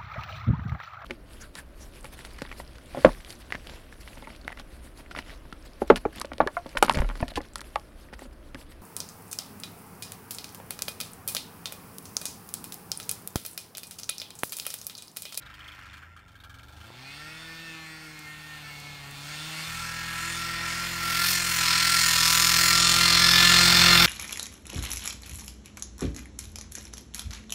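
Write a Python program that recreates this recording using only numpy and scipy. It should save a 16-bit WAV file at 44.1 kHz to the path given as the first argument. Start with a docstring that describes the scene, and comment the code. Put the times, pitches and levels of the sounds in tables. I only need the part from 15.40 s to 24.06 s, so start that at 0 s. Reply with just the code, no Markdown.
"""Snowmobile sweeping closer

A twin-cylinder two-stroke snowmobile chugs far off on a snowy field, pulls away and sweeps closer.
Exhaust pulses and blown gas ring the pipe and hood; at full throttle one firing in four nearly drops out.
Sine tones carry the low drone and swelling overtones; short noise bursts make the chugs, pings and ticks.
A small mono microphone hears it in the open, over a faint breeze of filtered noise."""
import sys
import numpy as np
from scipy import signal
from scipy.fft import rfft, irfft
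from scipy.io import wavfile
from scipy.ndimage import uniform_filter1d

SR = 44100
rng = np.random.default_rng(int(sys.argv[2]) if len(sys.argv) > 2 else 0)


def file_out(sig):
    """Save sig as 16-bit WAV at sys.argv[1]."""
    # one column per channel
    cols = np.atleast_2d(sig).T
    # limit, then scale
    lim = np.clip(cols, -1, 1)
    pcm = np.round(lim * 32767).astype(np.int16)
    wavfile.write(sys.argv[1], SR, pcm)


N = 381906
T = np.arange(N) / SR


def amp(db):
    """Turns decibels into a linear gain."""
    return 10 ** (np.asarray(db) / 20)


def evened(x):
    """Scales the whole signal to rms 1."""
    return x / np.sqrt(np.mean(x ** 2) + 1e-20)


def steadied(x):
    """Divides out slow changes of level."""
    return x / np.sqrt(uniform_filter1d(x ** 2, 8192) + 1e-9)


def curves(rows):
    """Joins table rows by straight lines, one array a column."""
    s, *columns = np.transpose(rows)
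    return [np.interp(T, s, column) for column in columns]


def read(points, hz):
    """Reads a spectrum table at the given pitches, along a log pitch axis."""
    f, value = np.transpose(points)
    return np.interp(np.log(hz + 1), np.log(f + 1), value)


def wander(hz):
    """Slow chance of rms 1, up to about hz."""
    rolloff = 1 + (np.fft.rfftfreq(N, 1 / SR) / hz) ** 4
    return evened(irfft(rfft(rng.standard_normal(N)) / rolloff, N))


def clicks(s, size):
    """An impulse of the given size at each time."""
    out = np.zeros(N + SR)
    np.add.at(out, np.round(np.asarray(s) * SR).astype(int), size)
    return out[:N]


def puffed(train, rise_s, fall_s):
    """Each impulse becomes a quick swell that dies away."""
    t = T[:4096]
    swell = (1 - np.exp(-t / rise_s)) * np.exp(-t / fall_s)
    return signal.oaconvolve(train, swell)[:N]


def twice_peaked(x, hz, width_hz):
    """One resonance passed twice, for steeper sides."""
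    b, a = signal.iirpeak(hz, hz / width_hz, fs=SR)
    return signal.lfilter(b, a, signal.lfilter(b, a, x))


def ring(x, hz, width_hz):
    """One steep resonance at a steady level of 1."""
    return steadied(twice_peaked(evened(x), hz, width_hz))


# broad spectrum between the rings: (pitch_hz, relative density_db per Hz)
BLAST_SPECTRUM = [(220, -47), (380, -11.5), (1220, -8.5), (1360, -1.5), (1590, -4), (1850, -7),
                  (2530, -4.5), (3500, 3.5), (3850, 1), (4220, 2), (5170, -1.5), (6230, -9), (7160, -18),
                  (10400, -24.5), (15600, -28.5)]


def through_pipe(x, rings, ring_db):
    """Causal filter: narrow rings standing over the broad blast."""
    hz = np.fft.rfftfreq(8192, 1 / SR)
    power = amp(read(BLAST_SPECTRUM, hz)) ** 2
    for f, width_hz, db in rings:
        power = power + amp(db + ring_db) ** 2 / (1 + (2 * (hz - f) / width_hz) ** 2) ** 2
    log_gain = np.log(np.r_[power, power[-2:0:-1]]) / 2
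    # minimum phase: no ringing ahead of the pulse
    minimum_phase = np.exp(np.conj(signal.hilbert(log_gain)))
    taps = np.fft.ifft(minimum_phase).real[:4096]
    return evened(signal.oaconvolve(x, taps)[:N])


# lower edges of growl, howl, rasp, fizz and top: (edge_hz)
BAND_FLOORS_HZ = [400, 1000, 2800, 7000, 10300]


def bands(x):
    """Splits x at the band edges with soft crossovers; each part keeps a steady level of 1."""
    hz = np.fft.rfftfreq(N, 1 / SR)
    above = [1 / (1 + (edge / (hz + 1)) ** 12) for edge in BAND_FLOORS_HZ] + [0]
    spectrum = rfft(x)
    return [steadied(irfft(spectrum * (a - b), N)) for a, b in zip(above, above[1:])]


def scattered(pulses, spread_s, drift_hz, count):
    """Hood, rider and snow smear each pulse into a cluster that drifts, at steady strength, as the sled moves."""
    t, out = T[:600], 0
    weights = np.array([wander(drift_hz) for _ in range(count)])
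    steady_weights = weights * np.sqrt(count / ((weights ** 2).sum(axis=0) + .1))
    for weight in steady_weights:
        cluster = rng.standard_normal(len(t)) * np.exp(-t / spread_s)
        out = out + weight * signal.oaconvolve(pulses, cluster / np.linalg.norm(cluster))[:N]
    return out


PATCH_DB, PATCH_HZ, PATCH_S, PATCH_FROM_HZ = 2.0, 900, .08, 6500


def patchy(x):
    """The treble shimmers: random patches of pitch and time grow louder or softer."""
    hz, _, z = signal.stft(x, SR, nperseg=512, noverlap=384)
    bins = max(round(PATCH_HZ * 512 / SR), 1)
    frames = max(round(PATCH_S * SR / 128), 1)
    field = rng.standard_normal(z.shape)
    for _ in range(2):
        field = uniform_filter1d(uniform_filter1d(field, bins, axis=0), frames, axis=1)
    depth_db = PATCH_DB * hz ** 2 / (hz ** 2 + PATCH_FROM_HZ ** 2)
    gain = amp(depth_db[:, None] * evened(field))
    return signal.istft(z * gain, SR, nperseg=512, noverlap=384)[1][:N]


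# strength of each firing in the cycle when the dropout is at full depth: (level_db)
FOUR_FIRINGS_DB = [0, 2.5, -1, -14]
CYCLE = len(FOUR_FIRINGS_DB)
# ringing of pipe and hood when close: (pitch_hz, width_hz, relative level_db)
PIPE_NEAR = [(723, 4, -5), (1000, 32, -3), (1224, 21, 0), (1838, 137, 0.5), (2110, 300, -4.5),
             (2680, 160, -9.5), (2430, 87, -6.5), (4280, 330, 8), (5004, 190, 9), (5350, 590, 3),
             (7050, 290, -10.5), (11800, 200, -32)]
# ringing of pipe and hood, side on: (pitch_hz, width_hz, relative level_db)
PIPE_FAR = [(852, 105, -3), (1125, 63, -7.5), (1828, 97, -4), (2220, 89, 2), (2626, 46, -1),
            (2640, 150, -0.5), (3360, 200, 0.5), (4150, 200, 5.5), (4570, 210, 6), (3600, 480, -8),
            (8810, 1340, -24)]
# two rings that swing in and out: (pitch_hz, width_hz, clean pulse share 0-1)
TURNING_RINGS = [(1384, 49, 0.91), (3570, 280, 0.92)]
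# each pulse returns from the pipe's end, more so at full throttle
PIPE_ECHO_S, PIPE_ECHO, PIPE_ECHO_LOADED = .002865, 0.66, 0.077
# the firing (0-3) that cracks hardest, and its extra snap in the blast and in the high ring
STRONG_PLACE, STRONG_CRACK, STRONG_CRACK_RING = 1, 1.0, 10.0
CLEANER_LOADED = .2  # the pulses sharpen at full throttle


def exhaust(turns, chugging, dropped, clean, near, bands_db, rings_db):
    """A sharp pulse and a puff of gas at every firing, rung through the pipe."""
    at = np.flatnonzero(np.diff(np.floor(turns))) + 1
    late, size = rng.standard_normal((len(at), 2)).T
    place = np.floor(turns[at]).astype(int) % CYCLE
    strength = amp(dropped[at] * np.array(FOUR_FIRINGS_DB)[place] + 0.32 * size)
    s = at / SR + 1.2e-5 * late
    echo = (PIPE_ECHO + PIPE_ECHO_LOADED * dropped[at]) * strength
    firings = clicks(s, strength) + clicks(s + PIPE_ECHO_S, echo)
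    gas = (0.023 + evened(puffed(firings, 0.0012, 0.0028))) * rng.standard_normal(N)
    pulses = firings + 0.52 * scattered(firings, 0.0024, 5.0, count=3)

    # around a dropped firing each of the four burns in its own, repeating way
    for k in range(CYCLE):
        own_firings = clicks(s, strength * (place == k))
        pulses += 0.55 * dropped * scattered(own_firings, 0.0024, 1.5, count=2)

    crack = clicks(s, dropped[at] * strength * (place == STRONG_PLACE))
    pulses, cracks = pulses + STRONG_CRACK * crack, pulses + STRONG_CRACK_RING * crack
    out = 0
    for db, drive, (hz, width_hz, share) in zip(rings_db, [pulses, cracks], TURNING_RINGS):
        clean_ring = np.sqrt(min(share, 1)) * ring(drive, hz, width_hz)
        gas_ring = np.sqrt(max(1 - share, 0)) * ring(gas, hz, width_hz)
        out = out + amp(db - 6.5) * (clean_ring + gas_ring)

    near = np.clip(near, 0, 1)
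    near_gain, far_gain = np.sqrt(near), np.sqrt(1 - near)
    pulses = near_gain * through_pipe(pulses, PIPE_NEAR, 8.0) + far_gain * through_pipe(pulses, PIPE_FAR, 5.0)
    gas = near_gain * through_pipe(gas, PIPE_NEAR, 0.21) + far_gain * through_pipe(gas, PIPE_FAR, 0.38)

    # the mix of clean pulse and gas differs by band, gassiest at the top; each level wavers slightly at random
    keeps = [0.75, 1.0, 1.15, 0.6, 0.5]
    for pulse, hiss, db, keep in zip(bands(pulses), bands(gas), bands_db, keeps):
        share = np.clip((clean + CLEANER_LOADED * dropped) * keep, 0, 1)
        mix = np.sqrt(share) * pulse + np.sqrt(1 - share) * hiss
        out = out + amp(db + 0.51 * wander(3.4)) * mix
    return patchy(out) * np.sqrt(np.clip(1 - chugging, 0, 1))


# tones of the four-firing cycle: (multiple of the cycle rate, relative level_db)
SKIP_ORDERS = [(1, -10), (2, -4.5), (3, -5), (5, -12.5), (6, -15.5)]
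# level flutter of firing tone, 2nd and 3rd multiple, the last two stronger: (rms depth_db)
BEAT_DB = [-0.05, 1.3, -1]
BEAT_HZ = 13
QUARTERS_DB, QUARTERS_FOLLOW = -11, 0.77  # the quarter orders grow more slowly than the firing tone
THIRD_DB, THIRD_RISES_DB = -17, 3  # 3rd multiple against the firing tone, and its rise at full nearness


def drone(turns, dropped, running, near, tone_db, second_db):
    """Low orders as clean tones; the dropped firing adds quarter orders."""
    levels_db = [tone_db, second_db, tone_db + THIRD_DB + THIRD_RISES_DB * near]
    tones = 0
    for multiple, (db, beat_db) in enumerate(zip(levels_db, BEAT_DB), start=1):
        tones = tones + amp(db + beat_db * wander(BEAT_HZ)) * np.sin(2 * np.pi * multiple * turns)
    cycle = turns / CYCLE
    quarters = 0
    for k, db in SKIP_ORDERS:
        quarters = quarters + amp(db) * np.sin(2 * np.pi * (k * cycle + rng.random()))
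    quarters_gain = amp(QUARTERS_FOLLOW * tone_db + QUARTERS_DB) * np.clip(5 * dropped, 0, 1)
    return np.sqrt(2) * tones * running + quarters_gain * evened(quarters)


# spectrum of the rumble: (pitch_hz, relative density_db per Hz)
BREEZE_SPECTRUM = [(12, -50), (20, -5.5), (108, -7), (155, -6), (211, -10), (308, -12), (387, -15),
                   (500, -41), (650, -3), (1100, -120)]
BREEZE_DB = -70


def breeze(growl_db):
    """Low lumpy rumble of wind and track on snow, as filtered noise; it grows as the sled nears."""
    hz = np.fft.rfftfreq(N, 1 / SR)
    z = rfft(rng.standard_normal(N)) * amp(read(BREEZE_SPECTRUM, hz))
    z[hz > 520] = 0
    wind, track = amp(BREEZE_DB + 2.0 * wander(5.2)), amp(growl_db - 4.5)
    return evened(irfft(z, N)) * (wind + track)


# low throb while chugging: (start_s, level_db of the 3rd multiple of the chug rate, base level_db of the others)
THROB = [(0, -62, -57), (.06, -55, -58), (.21, -55, -61), (.43, -57, -59.5), (.54, -52, -56),
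         (.6, -56, -62), (.7, -53, -69), (.76, -56, -70), (.9, -64, -59), (1.07, -55, -56.5),
         (1.2, -55, -54), (1.41, -48.5, -62), (1.5, -67, -66)]
# the other multiples of the chug rate: (multiple)
THROB_ORDERS = [4, 5, 8, 12]
# their offsets from the base level: (level_db)
THROB_ORDERS_DB = [-1.5, -4.5, -10.5, -15]
THROB_FLUTTER_DB, THROB_END_S = 2.5, 1.6


def throb(turns):
    """While the engine chugs once in four firings, the pipe hums on multiples of the chug rate."""
    third_db, rest_db = curves(THROB)
    cycle = turns / CYCLE
    hum = amp(third_db) * np.sin(2 * np.pi * 3 * cycle)
    for k, db in zip(THROB_ORDERS, THROB_ORDERS_DB):
        level = amp(rest_db + db + THROB_FLUTTER_DB * wander(5.3))
        hum += level * np.sin(2 * np.pi * (k * cycle + rng.random()))
    return np.sqrt(2) * hum * np.clip((THROB_END_S - T) / 0.051, 0, 1)


# single chugs at low speed: (start_s, rattle level_db before trim, brightness_db against the rattle before trim)
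CHUGS = [(0.0185, -33.5, -18), (0.058, -30, -19), (0.098, -34, -18), (0.1391, -41, -5), (0.192, -32, -16),
         (0.2418, -40, -12), (0.277, -36, -9), (0.3177, -34, -14), (0.3466, -42, -8), (0.3875, -32, -17),
         (0.4264, -33, -19), (0.457, -36, -14), (0.531, -32, -15), (0.5686, -37, -12), (0.622, -26.5, -29),
         (0.764, -31, -20.5), (0.7906, -40, -18), (0.8795, -40, -12), (0.9163, -47, -11),
         (0.9527, -35, -18), (1, -34, -18), (1.037, -31.5, -14), (1.0949, -30, -16), (1.141, -30.5, -17),
         (1.1847, -36.5, -12), (1.2311, -36.5, -11), (1.2825, -35.5, -13), (1.3234, -41, -8),
         (1.365, -37, -12), (1.4032, -37, -11), (1.4411, -38, -13), (1.4666, -44, -7)]
# hood at low speed: (pitch_hz, width_hz, relative level_db)
HOOD_RATTLE = [(1330, 290, 11), (1610, 130, 14.5), (2310, 170, 5), (3140, 490, 2), (3750, 490, -6),
               (4400, 330, -4), (5460, 500, -23), (6400, 370, -28)]
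SECOND_CHUG_S, SECOND_CHUG = 0.0088, 0.25  # delay and typical strength of the weaker firing behind each chug


def chugs():
    """Each slow firing, and the weaker one behind it, rattles the hood for a few hundredths of a second."""
    s, rattle_db, bright_db = np.transpose(CHUGS)
    _, howl, rasp, fizz, top = bands(through_pipe(rng.standard_normal(N), HOOD_RATTLE, 12.6))
    second = SECOND_CHUG * amp(3.1 * rng.standard_normal(len(s)))

    def pair(db):
        """A firing and its follower."""
        return clicks(s, amp(db)) + clicks(s + SECOND_CHUG_S, second * amp(db))

    dull = puffed(pair(rattle_db - 19.0), 0.0005, 0.024) * howl
    treble = rasp + 0.35 * fizz + 0.35 * top
    bright = puffed(pair(rattle_db + bright_db - 5.0), 0.00096, 0.011) * treble
    return patchy(dull + bright)


# chugs that ping in the hood: (start_s, pitch_hz, level_db before the fade shape)
PINGS = [(.022, 3900, -47), (.063, 3700, -45), (.1, 3800, -51), (.142, 4630, -54), (.205, 3160, -42),
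         (.242, 3380, -44), (.282, 3300, -39), (0.321, 3130, -39), (.497, 3530, -49), (.535, 3300, -51),
         (.572, 3300, -49), (.628, 3300, -57), (.955, 3000, -57), (1.002, 3600, -50), (1.04, 3530, -51),
         (1.1, 3520, -51), (1.145, 3300, -52), (1.194, 2320, -45)]
PING_WIDTH_HZ, PING_FALL_S = 370, 0.0064


def pings():
    """The hood pings as a short noisy ring around each pitch."""
    out, t = np.zeros(N), T[:2000]
    shape = np.minimum(t / 0.0018, 1) * np.exp(-t / PING_FALL_S)
    for s, hz, db in PINGS:
        noise = evened(twice_peaked(rng.standard_normal(len(t)), hz, PING_WIDTH_HZ))
        out += signal.oaconvolve(clicks([s], amp(db)), noise * shape)[:N]
    return out


# overtones that sing out for a while: (start_s, length_s, multiple of the firing rate, level_db before flutter)
SWELLS = [(1.41, 1.7, 3, -66.5), (1.62, 0.12, 18, -49.5), (1.643, 0.17, 15, -53), (1.75, 0.3, 12, -52.5),
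          (1.874, 0.11, 16, -49), (1.97, 0.53, 11, -51.5), (2.17, 0.37, 16, -51.5),
          (2.406, 0.46, 14, -52.5), (2.68, 0.67, 9, -55), (2.72, 0.24, 14, -49), (2.74, 0.58, 12, -49),
          (2.456, .22, 12, -51.5), (1.66, 0.13, 29, -57), (1.66, 0.18, 32, -64), (3.24, 0.4, 15, -51.5),
          (3.26, 0.18, 19, -54), (3.3, 0.35, 12, -54), (4.45, 0.54, 10, -45), (4.5, 1.4, 11, -48),
          (5.72, 0.32, 10, -39), (6.75, 4.9, 7, -37), (7.7, 1.1, 24, -28.5), (7.803, 0.41, 10, -29.5),
          (8.3, 0.63, 16, -31), (7.685, 0.43, 8, -46), (8.448, .4, 8, -41)]
SWELL_THROB, SWELL_WAVER = .6, .7  # dip at the dropped firing (0-1); phase waver at the 12th multiple (radians rms)


def swells(turns, dropped):
    """Each swell is a multiple of the firing rate that rises, wavers and sinks."""
    out, waver = np.zeros(N), SWELL_WAVER * wander(14)
    for start, length, multiple, db in SWELLS:
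        on = slice(round(start * SR), round((start + length) * SR))
        arch = np.sin(np.pi * np.clip((T[on] - start) / length, 0, 1)) ** 0.38
        phase = 2 * np.pi * (multiple * turns[on] + rng.random()) + waver[on] * multiple / 12
        out[on] += amp(db) * arch * np.sin(phase)
    cycle_swing = np.cos(2 * np.pi * (turns - STRONG_PLACE - .5) / CYCLE)
    beat = 1 + SWELL_THROB * np.clip(dropped, 0, 1) * cycle_swing
    return np.sqrt(2) * out * beat * amp(2.0 * wander(10))


KNOCK_S, KNOCK_DB, KNOCK_WIDTH_S = 1.5039, -34, .00035


def knock():
    """One dull knock as the engine picks up: a single inward push of air with small rebounds."""
    u = (T - KNOCK_S) / KNOCK_WIDTH_S
    return -amp(KNOCK_DB) * (1 - 0.55 * u ** 2) * np.exp(-u ** 2 / 2)


# dry ticks nearby: (start_s, level_db before halving and decay, pitch_hz)
TICKS = [(2.791, -34, 10000), (3.4, -36, 9000), (3.71, -36, 9000)]


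def ticks():
    """Short dry clicks, each a wide noise burst around its pitch."""
    out, t = np.zeros(N), T[:400]
    for s, db, hz in TICKS:
        b, a = signal.butter(1, [hz / 2, min(hz * 1.2, 16000)], "band", fs=SR)
        burst = evened(signal.lfilter(b, a, rng.standard_normal(len(t))))
        out += signal.oaconvolve(clicks([s], amp(db)), burst * np.exp(-t / 0.0039) / 2)[:N]
    return out


# engine speed before jitter: (start_s, firings per s)
SPEED = [(0, 100), (.3, 102), (.45, 90), (.72, 116), (.9, 84.7), (1.07, 85.6), (1.2, 90.7), (1.41, 104.6),
         (1.5, 115), (1.64, 133.5), (1.81, 150.4), (1.93, 158), (2.03, 162), (2.22, 163.8), (2.56, 157.9),
         (2.87, 151.7), (3.08, 153.1), (3.29, 146.3), (3.52, 145), (3.64, 140.5), (3.84, 144),
         (4.08, 157.4), (4.22, 158.9), (4.39, 167), (4.65, 165.4), (5.02, 169.4), (5.31, 168.3),
         (5.46, 174.1), (5.62, 169.6), (5.74, 169.6), (5.91, 177.6), (6.08, 170.8), (6.29, 165.4),
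         (6.4, 169.4), (6.55, 171.2), (6.63, 167.4), (6.8, 165.1), (7.04, 168.5), (7.38, 170), (7.65, 173),
         (7.77, 171.3), (7.98, 174.5), (8.26, 175.3), (8.51, 175), (8.56, 172.7), (8.66, 172.2)]
# the low end: (start_s, firing tone level_db, 2nd multiple level_db)
TONE = [(0, -55.5, -65), (.9, -54.5, -56), (1.47, -49.5, -60.5), (1.75, -50, -56), (2.7, -51, -51),
        (2.9, -51, -56.5), (3.3, -47.5, -59.5), (3.75, -46, -57), (4.1, -45.5, -54.5), (4.5, -47, -65.5),
        (4.85, -46.5, -52.5), (5.1, -45.5, -52.5), (5.7, -43.5, -51.5), (6.5, -42, -52.5),
        (7.4, -36.5, -44.5), (8.1, -31, -40.5), (8.5, -28.5, -37), (8.66, -28.5, -36.5)]
# exhaust: (start_s, howl 1-2.8 kHz level_db, rasp 2.8-7 kHz level_db, fizz 7-10.3 kHz level_db before trim)
ENGINE = [(0, -56.5, -70, -78), (.21, -49.5, -66, -69), (.53, -48, -64, -68), (.74, -55, -74, -75),
          (1.1, -66, -72, -75), (1.3, -63, -66.5, -74), (1.7, -46, -50.5, -58), (2.4, -46, -51.5, -57.5),
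          (2.97, -47.5, -54.5, -57.5), (3.37, -47.5, -49.5, -56.5), (3.66, -47.5, -51, -56),
          (3.95, -42.5, -45, -48.5), (4.25, -40, -42, -46.5), (4.68, -36.5, -45, -46.5),
          (4.94, -36, -39.5, -38.5), (5.19, -35.5, -41, -48.5), (5.3, -34, -40, -39), (5.6, -35, -39, -42),
          (5.74, -31, -33.5, -36), (5.89, -29, -27, -30), (6.04, -32.5, -36.5, -33), (6.3, -27, -27, -32),
          (6.6, -27, -26, -26.5), (6.92, -27, -26, -26.5), (7.3, -25, -24, -26), (7.5, -27, -23, -26),
          (7.96, -23.5, -20, -31), (8.2, -22.5, -21, -26), (8.66, -21, -21, -32)]
# exhaust over 10.3 kHz: (start_s, level_db)
TOP = [(0.0, -81), (0.12, -71), (0.87, -75), (1.88, -61), (3.57, -58), (4.36, -50.5), (4.51, -50.5),
       (4.92, -47), (5.19, -52), (5.45, -45), (5.59, -44.5), (5.91, -28), (6.0, -39), (6.08, -34),
       (6.39, -39), (6.46, -35), (6.59, -33.5), (7.04, -30), (7.28, -28.5), (7.45, -43), (7.5, -32.5),
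       (7.69, -34.5), (7.84, -32.5), (8.25, -33.5), (8.34, -34), (8.66, -28.5)]
# two pipe rings swing as the sled turns: (start_s, low ring level_db, high ring level_db, both before trim)
TURNING = [(0, -52, -76), (1.5, -56, -59), (2, -65, -51), (2.9, -76, -64), (3.7, -53, -61),
           (4.25, -42, -43), (4.4, -38, -50), (5.3, -36, -39.5), (5.48, -39.5, -53), (5.65, -30, -49),
           (6.1, -35.5, -41), (6.55, -29.5, -47), (7.1, -34, -35), (7.4, -25.5, -41), (7.75, -29, -26),
           (7.9, -41, -19.5), (8.1, -18.5, -27), (8.45, -28, -16.5), (8.66, -34, -18)]
# throttle and position: (start_s, chugging share 0-1, depth of the dropped firing 0-1,
# base share of clean pulses 0-1, nearness 0-1)
STATE = [(0, 0, 0.18, 0.2, 0.9), (.6, 0.59, 0.03, 0.2, 1), (.75, 0.72, 0.07, 0.2, 1),
         (1.3, 0.28, 0.08, 0.1, 0.5), (1.5, 0.1, 0, 0.1, 0.1), (1.7, 0.21, 0.07, 0.44, 0),
         (2.1, 0.13, 0.06, 0.5, 0.2), (2.5, 0.13, 0.03, 0.7, 0.26), (3, 0.15, 0.05, 0.44, 0.07),
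         (3.7, 0.13, 0.06, 0.47, 0), (4.24, 0, 0.01, 0.44, 0.25), (4.31, 0.07, 0.3, 0.3, 0.3),
         (5.5, 0.09, 0.21, 0.26, 0.85), (5.8, 0.03, 0.6, 0.35, 0.65), (6.1, 0.06, 0.41, 0.38, 0.76),
         (6.5, 0.09, 0.7, 0.37, 0.75), (7.3, 0.1, 0.69, 0.46, 0.92), (8.66, 0.07, 0.49, 0.3, 0.55)]
GROWL_DB = -7.5  # 400-1000 Hz band against the firing tone, before the lean below
GROWL_FOLLOWS_HOWL, GROWL_HOWL_DB = 0.13, -18.5  # that band leans partly on the howl


def scene():
    """One running engine phase drives every tonal and pulsed exhaust layer; the rest is placed in time."""
    rate, = curves(SPEED)
    tone_db, second_db = curves(TONE)
    howl_db, rasp_db, fizz_db = curves(ENGINE)
    growl_from_howl_db = GROWL_FOLLOWS_HOWL * (howl_db + GROWL_HOWL_DB)
    growl_db = growl_from_howl_db + (1 - GROWL_FOLLOWS_HOWL) * (tone_db + GROWL_DB)
    rings_db, (top_db,) = curves(TURNING), curves(TOP)
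    chugging, dropped, clean, near = curves(STATE)

    # turns counts firings, from 2.9 into the four-firing cycle
    turns = 2.9 + np.cumsum(rate * (1 + .0015 * wander(24))) / SR
    bands_db = [growl_db, howl_db, rasp_db, fizz_db - 1.0, top_db]
    running = np.clip(1 - 2 * chugging, 0, 1)
    mix = exhaust(turns, chugging, dropped, clean, near, bands_db, rings_db)
    mix += drone(turns, dropped, running, near, tone_db, second_db)
    mix += breeze(growl_db) + throb(turns) + chugs() + pings()
    mix += swells(turns, dropped) + knock() + ticks()
    return mix[None]


MIC_DIP_HZ, MIC_DIP_WIDTH_HZ, MIC_DIP = 10370, 700, 0.49
EDGE_HZ = 15750


def record(dry):
    """The microphone cuts deep bass and dips in the treble; then the band limit of the recorder."""
    cut = signal.sosfilt(signal.butter(8, 35, "high", fs=SR, output="sos"), dry)
    b, a = signal.iirpeak(MIC_DIP_HZ, MIC_DIP_HZ / MIC_DIP_WIDTH_HZ, fs=SR)
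    cut = cut - MIC_DIP * signal.lfilter(b, a, cut)
    band_limit = signal.firwin(1023, EDGE_HZ, window=("kaiser", 9), fs=SR)
    return signal.oaconvolve(cut, band_limit[None], "same")


dry = scene()
out = record(dry)
file_out(out)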